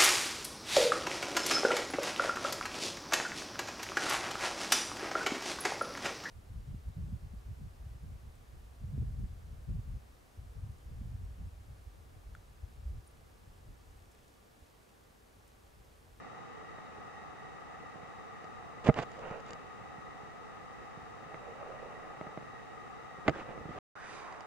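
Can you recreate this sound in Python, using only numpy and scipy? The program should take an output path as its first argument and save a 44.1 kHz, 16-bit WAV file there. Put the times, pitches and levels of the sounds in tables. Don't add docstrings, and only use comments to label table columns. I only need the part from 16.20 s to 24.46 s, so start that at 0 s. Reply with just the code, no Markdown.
import sys
import numpy as np
from scipy import signal
from scipy.fft import rfft, irfft
from scipy.io import wavfile
from scipy.ndimage import uniform_filter1d

SR = 44100
rng = np.random.default_rng(int(sys.argv[2]) if len(sys.argv) > 2 else 0)


def generate_wav(signal):
    frames = np.transpose(np.atleast_2d(signal))
    scaled = np.clip(frames, -1, 1) * 32767
    pcm = np.round(scaled).astype(np.int16)
    wavfile.write(sys.argv[1], SR, pcm)


N = 364266
TIME_S, BIN_HZ = np.arange(N) / SR, np.fft.rfftfreq(N, 1 / SR)
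SHOT_END_S, SHOT_START_S = 7.588, 7.754

# start in seconds, level in dB, pitch of the ring in Hz.
CLICKS = [(2.244, -54, 4780), (2.6705, -48, 6000), (2.681, -47, 7000), (2.7422, -40, 2880),
          (2.778, -53, 5500), (2.7895, -58, 6500), (2.797, -47, 4800), (2.805, -54, 5200),
          (2.826, -46, 4600), (2.835, -60, 7050), (2.917, -49.5, 7000), (2.941, -57, 3300),
          (2.992, -53, 5500), (3.111, -53, 5500), (3.198, -56, 3500), (3.204, -55, 5500),
          (3.2634, -52, 7000), (3.284, -55.5, 7000), (3.292, -53, 6000), (3.307, -43.5, 6000),
          (3.333, -40.5, 5800), (7.08, -50, 3460), (7.083, -37.5, 7000), (7.0955, -38.5, 3280),
          (8.125, -50, 4790), (8.2073, -46, 4700)]


def from_db(db):
    return 10 ** (np.asarray(db) / 20)


def rms_one(x):
    return x / np.sqrt(np.mean(x ** 2) + 1e-20)


def per_bin(points):
    hz, value = np.transpose(points)
    return np.interp(np.log(BIN_HZ + 1e-6), np.log(hz), value)


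def panned(pan_db):
    return from_db(np.array([[pan_db], [-pan_db]]) / 2)


def pair(two, correlation):
    alike = np.clip(correlation, -.98, .98)
    return np.sqrt(1 + alike) * two[0] + np.sqrt(1 - alike) * two[1] * np.array([[1], [-1]])


def drift(rate_hz):
    return rms_one(irfft(rfft(rng.standard_normal(N)) / (1 + (BIN_HZ / rate_hz) ** 2), N))


def wavering(hz, width_hz):
    phase = 2 * np.pi * np.cumsum(hz * np.ones(N)) / SR
    return drift(width_hz) * np.cos(phase) + drift(width_hz) * np.sin(phase)


def grains(spectrum, per_s, spread_db, correlation):
    sizes = from_db(spread_db * np.minimum(rng.exponential(1, (2, N)), 4))
    impulses = (rng.random((2, N)) < per_s / SR) * sizes * rng.choice([-1, 1], (2, N))
    return rms_one(irfft(pair(rfft(impulses), correlation) * from_db(per_bin(spectrum)), N))


def swells(rows, rise_share):
    envelope = np.zeros(N)
    for peak_s, length_s, level_db in rows:
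        side_s = length_s * np.where(TIME_S < peak_s, rise_share, 1 - rise_share)
        envelope += from_db(level_db) * np.cos(np.pi / 2 * np.clip((TIME_S - peak_s) / side_s, -1, 1))
    return envelope


def ring(force, modes):
    out = np.zeros((2, N))
    for hz, level_db, t60, pan_db in modes:
        radius, angle = from_db(-60 / (t60 * SR)), 2 * np.pi * hz / SR
        swing = signal.lfilter([.5, 0, -.5], [1, -2 * radius * np.cos(angle), radius ** 2], force + 1e-18)
        out += from_db(level_db) * panned(pan_db) * swing
    return out


def hum(level_db=-48):
    # frequency in Hz, relative level in dB.
    left_spectrum = [(20, -20.5), (45, -12), (130, -0.5), (400, -6.5), (600, -8), (880, -6.5), (1050, -7),
                     (1550, -14.5), (2100, -14.5), (3200, -25.5), (4500, -30), (7000, -32), (10500, -40.5),
                     (12500, -67), (14300, -41.5)]
    right_spectrum = [(20, -16), (45, -6), (130, -1.5), (400, -6.5), (600, -7), (840, -1), (960, -10.5),
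                      (1550, -14), (2200, -18), (3200, -23), (4500, -30), (7000, -31.5), (10500, -40.5),
                      (12500, -65.5), (14300, -41.5)]
    # centre in Hz, width in Hz, left lift in dB, right lift in dB.
    air_modes = [(445, 86, 3.5, 8), (747, 76, 5, 4.5), (1058, 94, 2.5, 4.5), (1244, 205, 15.5, 6),
                 (1750, 110, 3, 7), (1969, 91, 5.5, 14), (2650, 370, 0.5, 4), (3770, 240, 5, 5.5),
                 (4780, 230, 3, 3.5), (5870, 400, 3, 3.5)]
    # frequency in Hz, correlation from -1 to 1.
    correlation = [(40, -0.56), (380, -0.89), (500, 0.17), (600, -0.55), (750, 0.83), (890, 0.48),
                   (970, -0.97), (1060, -0.68), (1150, -0.19), (1215, -.35), (1320, 0.45), (1540, -0.1),
                   (1700, 0.5), (1800, .3), (1960, 0.87), (2420, -0.29), (2650, 0.42), (3450, -0.68),
                   (3780, 0.77), (4100, -0.2), (4600, -0.13), (5300, -0.11), (6500, -0.012)]
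    spectrum_db = np.array([per_bin(left_spectrum), per_bin(right_spectrum)])
    for centre, width, left_db, right_db in air_modes:
        spectrum_db += np.array([[left_db], [right_db]]) / (1 + (2 * (BIN_HZ - centre) / width) ** 2)
    noise = pair(rfft(rng.standard_normal((2, N))), per_bin(correlation))
    return from_db(level_db) * rms_one(irfft(noise * from_db(spectrum_db), N))


def whine(wander=0.00344, flutter_db=3.5):
    # frequency in Hz, left level in dB, right level in dB, polarity of the left.
    partials = [(1895.5, -68.5, -63.5, 1), (3791, -88, -86, 1), (6110, -95, -97, -1), (7870, -92, -90, -1)]
    clock = np.cumsum(1 + wander * drift(33)) / SR
    tones = sum(from_db([[left], [right]]) * [[sign], [1]] * np.sin(2 * np.pi * hz * clock)
                for hz, left, right, sign in partials)
    return np.sqrt(2) * tones * from_db(flutter_db * drift(16))


def rumble(hold_db=-60):
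    # peak time in seconds, length in seconds, level in dB.
    shifts = [(2.75, 0.62, -68), (7.10, 0.076, -39), (7.45, 0.39, -54)]
    # frequency in Hz, relative level in dB.
    spectrum = [(20, -13), (55, 2.5), (140, 2.5), (300, 1), (550, -0.5), (1200, -55.5)]
    grip = (from_db(hold_db) + swells(shifts, rise_share=.55)) * (TIME_S < SHOT_START_S)
    return grip * grains(spectrum, per_s=450, spread_db=3.5, correlation=.34) * panned(-4.5)


def knocks(grit=.6, grind_s=.003):
    # start in seconds, level in dB, hardness as a high cut in Hz, lightness as a low cut in Hz.
    contacts = [(.584, -36, 650, 530), (1.21, -39, 150, 30), (1.54, -42, 150, 30), (1.757, -38, 380, 90),
                (1.831, -34.5, 130, 30), (2.242, -35.5, 600, 390), (2.6655, -38, 2400, 70),
                (2.6705, -30, 2400, 130), (2.6802, -30, 800, 40), (2.6863, -40, 1760, 130),
                (2.6882, -3.5, 270, 10), (2.6926, -8.5, 496, 56), (2.6952, -11.5, 288, 10),
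                (2.6975, -6, 420, 370), (2.7893, -24, 1920, 220), (2.796, -28, 700, 80),
                (3.111, -32, 400, 50), (3.612, -37, 150, 30), (3.782, -33, 150, 30), (4.034, -37, 150, 26),
                (4.398, -43, 300, 110), (4.774, -37, 420, 40), (4.830, -36, 130, 20), (5.061, -38, 170, 30),
                (5.1441, -29.5, 900, 680), (6.0121, -28, 755, 330), (6.0683, -35.5, 770, 160),
                (6.175, -28, 775, 270), (6.226, -36, 600, 320), (6.267, -41, 500, 180),
                (6.985, -40, 450, 110), (7.0803, -13.5, 1900, 1700), (7.0836, -12.5, 1000, 48),
                (7.0863, -14.5, 484, 20), (7.0941, -23, 1150, 190), (7.0991, -24, 130, 22),
                (7.283, -46, 900, 400), (7.290, -35.5, 900, 230), (7.377, -35, 850, 490),
                (7.4546, -30, 360, 77), (7.4925, -32.5, 470, 60), (7.582, -39, 700, 85)]
    # frequency in Hz, level in dB, T60 in seconds, left minus right in dB.
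    wall_modes = [(58, -19, .03, -3), (133, -22, .055, -6), (156, -2.5, .038, -6), (195, -11, .03, -6),
                  (305, -8.5, .028, -6), (410, -12, .026, -5), (472, -11, .042, -6), (618, -3.5, .034, -6),
                  (785, -12, .034, -4), (1230, 0, .014, 4), (1525, -9.5, .018, -1), (1700, -12, .016, -1),
                  (2030, -.5, .015, -1), (2950, -25, .015, -6), (4789, -33, .01, -4), (7013, -34, .012, -3)]
    taps = [(s, level_db + 1.5, 1870, 300) for s, level_db, _ in CLICKS]
    force, t = np.zeros((2, N)), np.arange(N // 200) / SR
    for s, level_db, hard_hz, low_hz in list(contacts) + taps:
        grind = signal.lfilter([1, -1], [1, -.82], rng.standard_normal((2, len(t))))
        grind *= np.exp(-t / grind_s)
        contact = (t == 0) + grit * grind / np.linalg.norm(grind, axis=1, keepdims=True)
        push = t * np.exp(-2 * np.pi * hard_hz * t)
        push = signal.lfilter(*signal.butter(1, low_hz, "high", fs=SR), push / push.sum())
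        at = round(s * SR)
        force[:, at:at + len(t)] -= from_db(level_db) * signal.fftconvolve(contact, push[None])[:, :len(t)]
    wall_band = signal.butter(2, (45, 6000), "band", fs=SR, output="sos")
    return signal.sosfilt(wall_band, ring(force, wall_modes) + 1e-18)


def clicks(crack_s=.0015, crack_db=-6, focus_db_per_octave=8):
    # frequency in Hz, relative level in dB, T60 in seconds.
    modes = [(2880, 2, .014), (3800, -8, .008), (4780, -3, .012), (5800, -8, .007), (6800, -4, .010),
             (7150, -5, .008)]
    out, t = np.zeros((2, N)), np.arange(N // 250) / SR
    band = signal.butter(6, (1000, 7600), "band", fs=SR, output="sos")
    for s, level_db, pitch_hz in CLICKS:
        crack = from_db(crack_db) * rng.standard_normal((2, len(t))) * np.exp(-t / crack_s)
        click = signal.lfilter(*signal.butter(2, pitch_hz, fs=SR), crack)
        for hz, mode_db, t60 in modes:
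            weight_db = mode_db - focus_db_per_octave * abs(np.log2(hz / pitch_hz))
            phase = rng.uniform(0, np.pi, (2, 1))
            click += from_db(weight_db - 60 * t / t60) * np.sin(2 * np.pi * hz * t + phase)
        at = round(s * SR)
        out[:, at:at + len(t)] += from_db(level_db) * signal.sosfilt(band, click)
    return out * panned(-3.5)


def rubbing(rise_share=.63):
    # peak time in seconds, length in seconds, rub in dB, scratch in dB.
    strokes = [(2.65, 0.016, -41, -53.5), (2.678, 0.041, -31.5, -50.5), (2.792, 0.064, -34.5, -55),
               (2.83, 0.034, -39, -54.5), (3.06, 0.41, -55.5, -70), (3.296, 0.1, -52, -67),
               (7.087, 0.069, -42, -68), (7.194, 0.13, -44, -63.5), (7.31, 0.037, -47, -76),
               (7.59, 0.22, -51, -68)]
    # frequency in Hz, relative level in dB.
    rub_spectrum = [(40, 4), (150, 7), (700, 8.5), (1400, 0), (2200, -2.5), (3500, -14), (5000, -31),
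                    (7300, -35), (10000, -54.5), (15000, -59)]
    scratch_spectrum = [(1500, -21), (2900, 5), (4000, -4), (4800, -4.5), (5700, -7.5), (7000, -8),
                        (8200, -14), (11000, -37)]
    peak_s, length_s, rub_db, scratch_db = np.transpose(strokes)
    rub = grains(rub_spectrum, per_s=7900, spread_db=1.5, correlation=.98)
    rub *= swells(zip(peak_s, length_s, rub_db), rise_share)
    scratch = grains(scratch_spectrum, per_s=1800, spread_db=2.5, correlation=.1)
    scratch *= swells(zip(peak_s, length_s, scratch_db), rise_share)
    return rub * panned(-3.5) + scratch * panned(-9)


def glugs():
    # peak time in seconds, length in seconds, level in dB, pitch in Hz.
    gurgles = [(2.991, 0.052, -49, 560), (5.281, 0.067, -51, 514), (5.418, 0.044, -50.5, 640),
               (5.475, .05, -51.5, 466), (5.518, 0.083, -50, 562.6), (5.628, 0.018, -42.5, 516),
               (5.662, 0.022, -47, 560)]
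    peak_s, length_s, level_db, hz = np.transpose(gurgles)
    envelope = swells(zip(peak_s, length_s, level_db), rise_share=.35)
    return envelope * wavering(np.interp(TIME_S, peak_s, hz), width_hz=120) * panned(-9.5)


def wash():
    # peak time in seconds, length in seconds, level in dB.
    waves = [(3.07, 0.25, -42.5), (3.32, 0.19, -54), (5.45, 1.32, -51), (7.29, 0.2, -50),
             (7.58, 0.12, -48.5)]
    # frequency in Hz, relative level in dB.
    spectrum = [(40, -3), (160, -4.5), (300, -17), (430, 5.5), (720, 1), (1000, -5), (1400, -6),
                (2000, -16.5), (2800, -14), (4000, -57), (9000, -62)]
    flow = grains(spectrum, per_s=1100, spread_db=-.5, correlation=.73)
    return swells(waves, rise_share=.35) * flow * panned(-3.5)


def squeak(peak_s=7.158, length_s=.05, level_db=-49):
    return swells([(peak_s, length_s, level_db)], rise_share=.63) * wavering(1580, width_hz=90)


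def surge(gurgle_db=.5):
    # time in seconds, flow in dB, fizz in dB, gurgle pitch in Hz.
    course = [(7.753, -56.5, -64, 1411), (7.849, -54, -54.5, 1583), (7.949, -57, -50, 1393),
              (8.03, -52.5, -55.5, 998.5), (8.129, -52, -61, 889), (8.26, -57.5, -65, 840)]
    # frequency in Hz, relative level in dB.
    flow_spectrum = [(40, 2.5), (200, -14.5), (330, 0), (500, 5), (850, 9.5), (1150, 7.5), (1700, 5),
                     (2600, -6), (4000, -30), (9000, -55)]
    fizz_spectrum = [(60, -1), (200, 2.5), (600, 2.5), (1600, -1.5), (2400, 0.5), (3350, -11), (3800, -4.5),
                     (4250, -14), (4850, -6), (5350, -16), (5800, -9), (7000, -14), (9500, -17),
                     (12000, -58)]
    s, flow_db, fizz_db, gurgle_hz = np.transpose(course)
    gurgle = from_db(gurgle_db) * wavering(np.interp(TIME_S, s, gurgle_hz), width_hz=310)
    flow = grains(flow_spectrum, per_s=4100, spread_db=-4, correlation=.46) + gurgle
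    fizz = grains(fizz_spectrum, per_s=10000, spread_db=3, correlation=.63)
    flow *= from_db(np.interp(TIME_S, s, flow_db, left=-120, right=-120))
    fizz *= from_db(np.interp(TIME_S, s, fizz_db, left=-120, right=-120))
    return (flow + fizz) * panned(-5)


def from_the_right(x, lag_s=.00006):
    delay = np.exp(-2j * np.pi * BIN_HZ * lag_s)
    return np.array([irfft(rfft(x[0]) * delay, N), x[1]])


def scene():
    bed = from_db(np.where(TIME_S < SHOT_START_S, 0, -2.5)) * (hum() + whine())
    clicking = clicks()
    handling = knocks() + rubbing() + rumble() + squeak()
    water = wash() + surge() + glugs()
    return bed + clicking + from_the_right(handling + water)


def record(dry, cutoff_hz=15700):
    running = (TIME_S < SHOT_END_S) | (TIME_S > SHOT_START_S)
    gate = uniform_filter1d(running.astype(float), size=40)
    return signal.sosfilt(signal.ellip(10, .1, 80, cutoff_hz, fs=SR, output="sos"), dry * gate)


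dry = scene()
out = record(dry)
generate_wav(out)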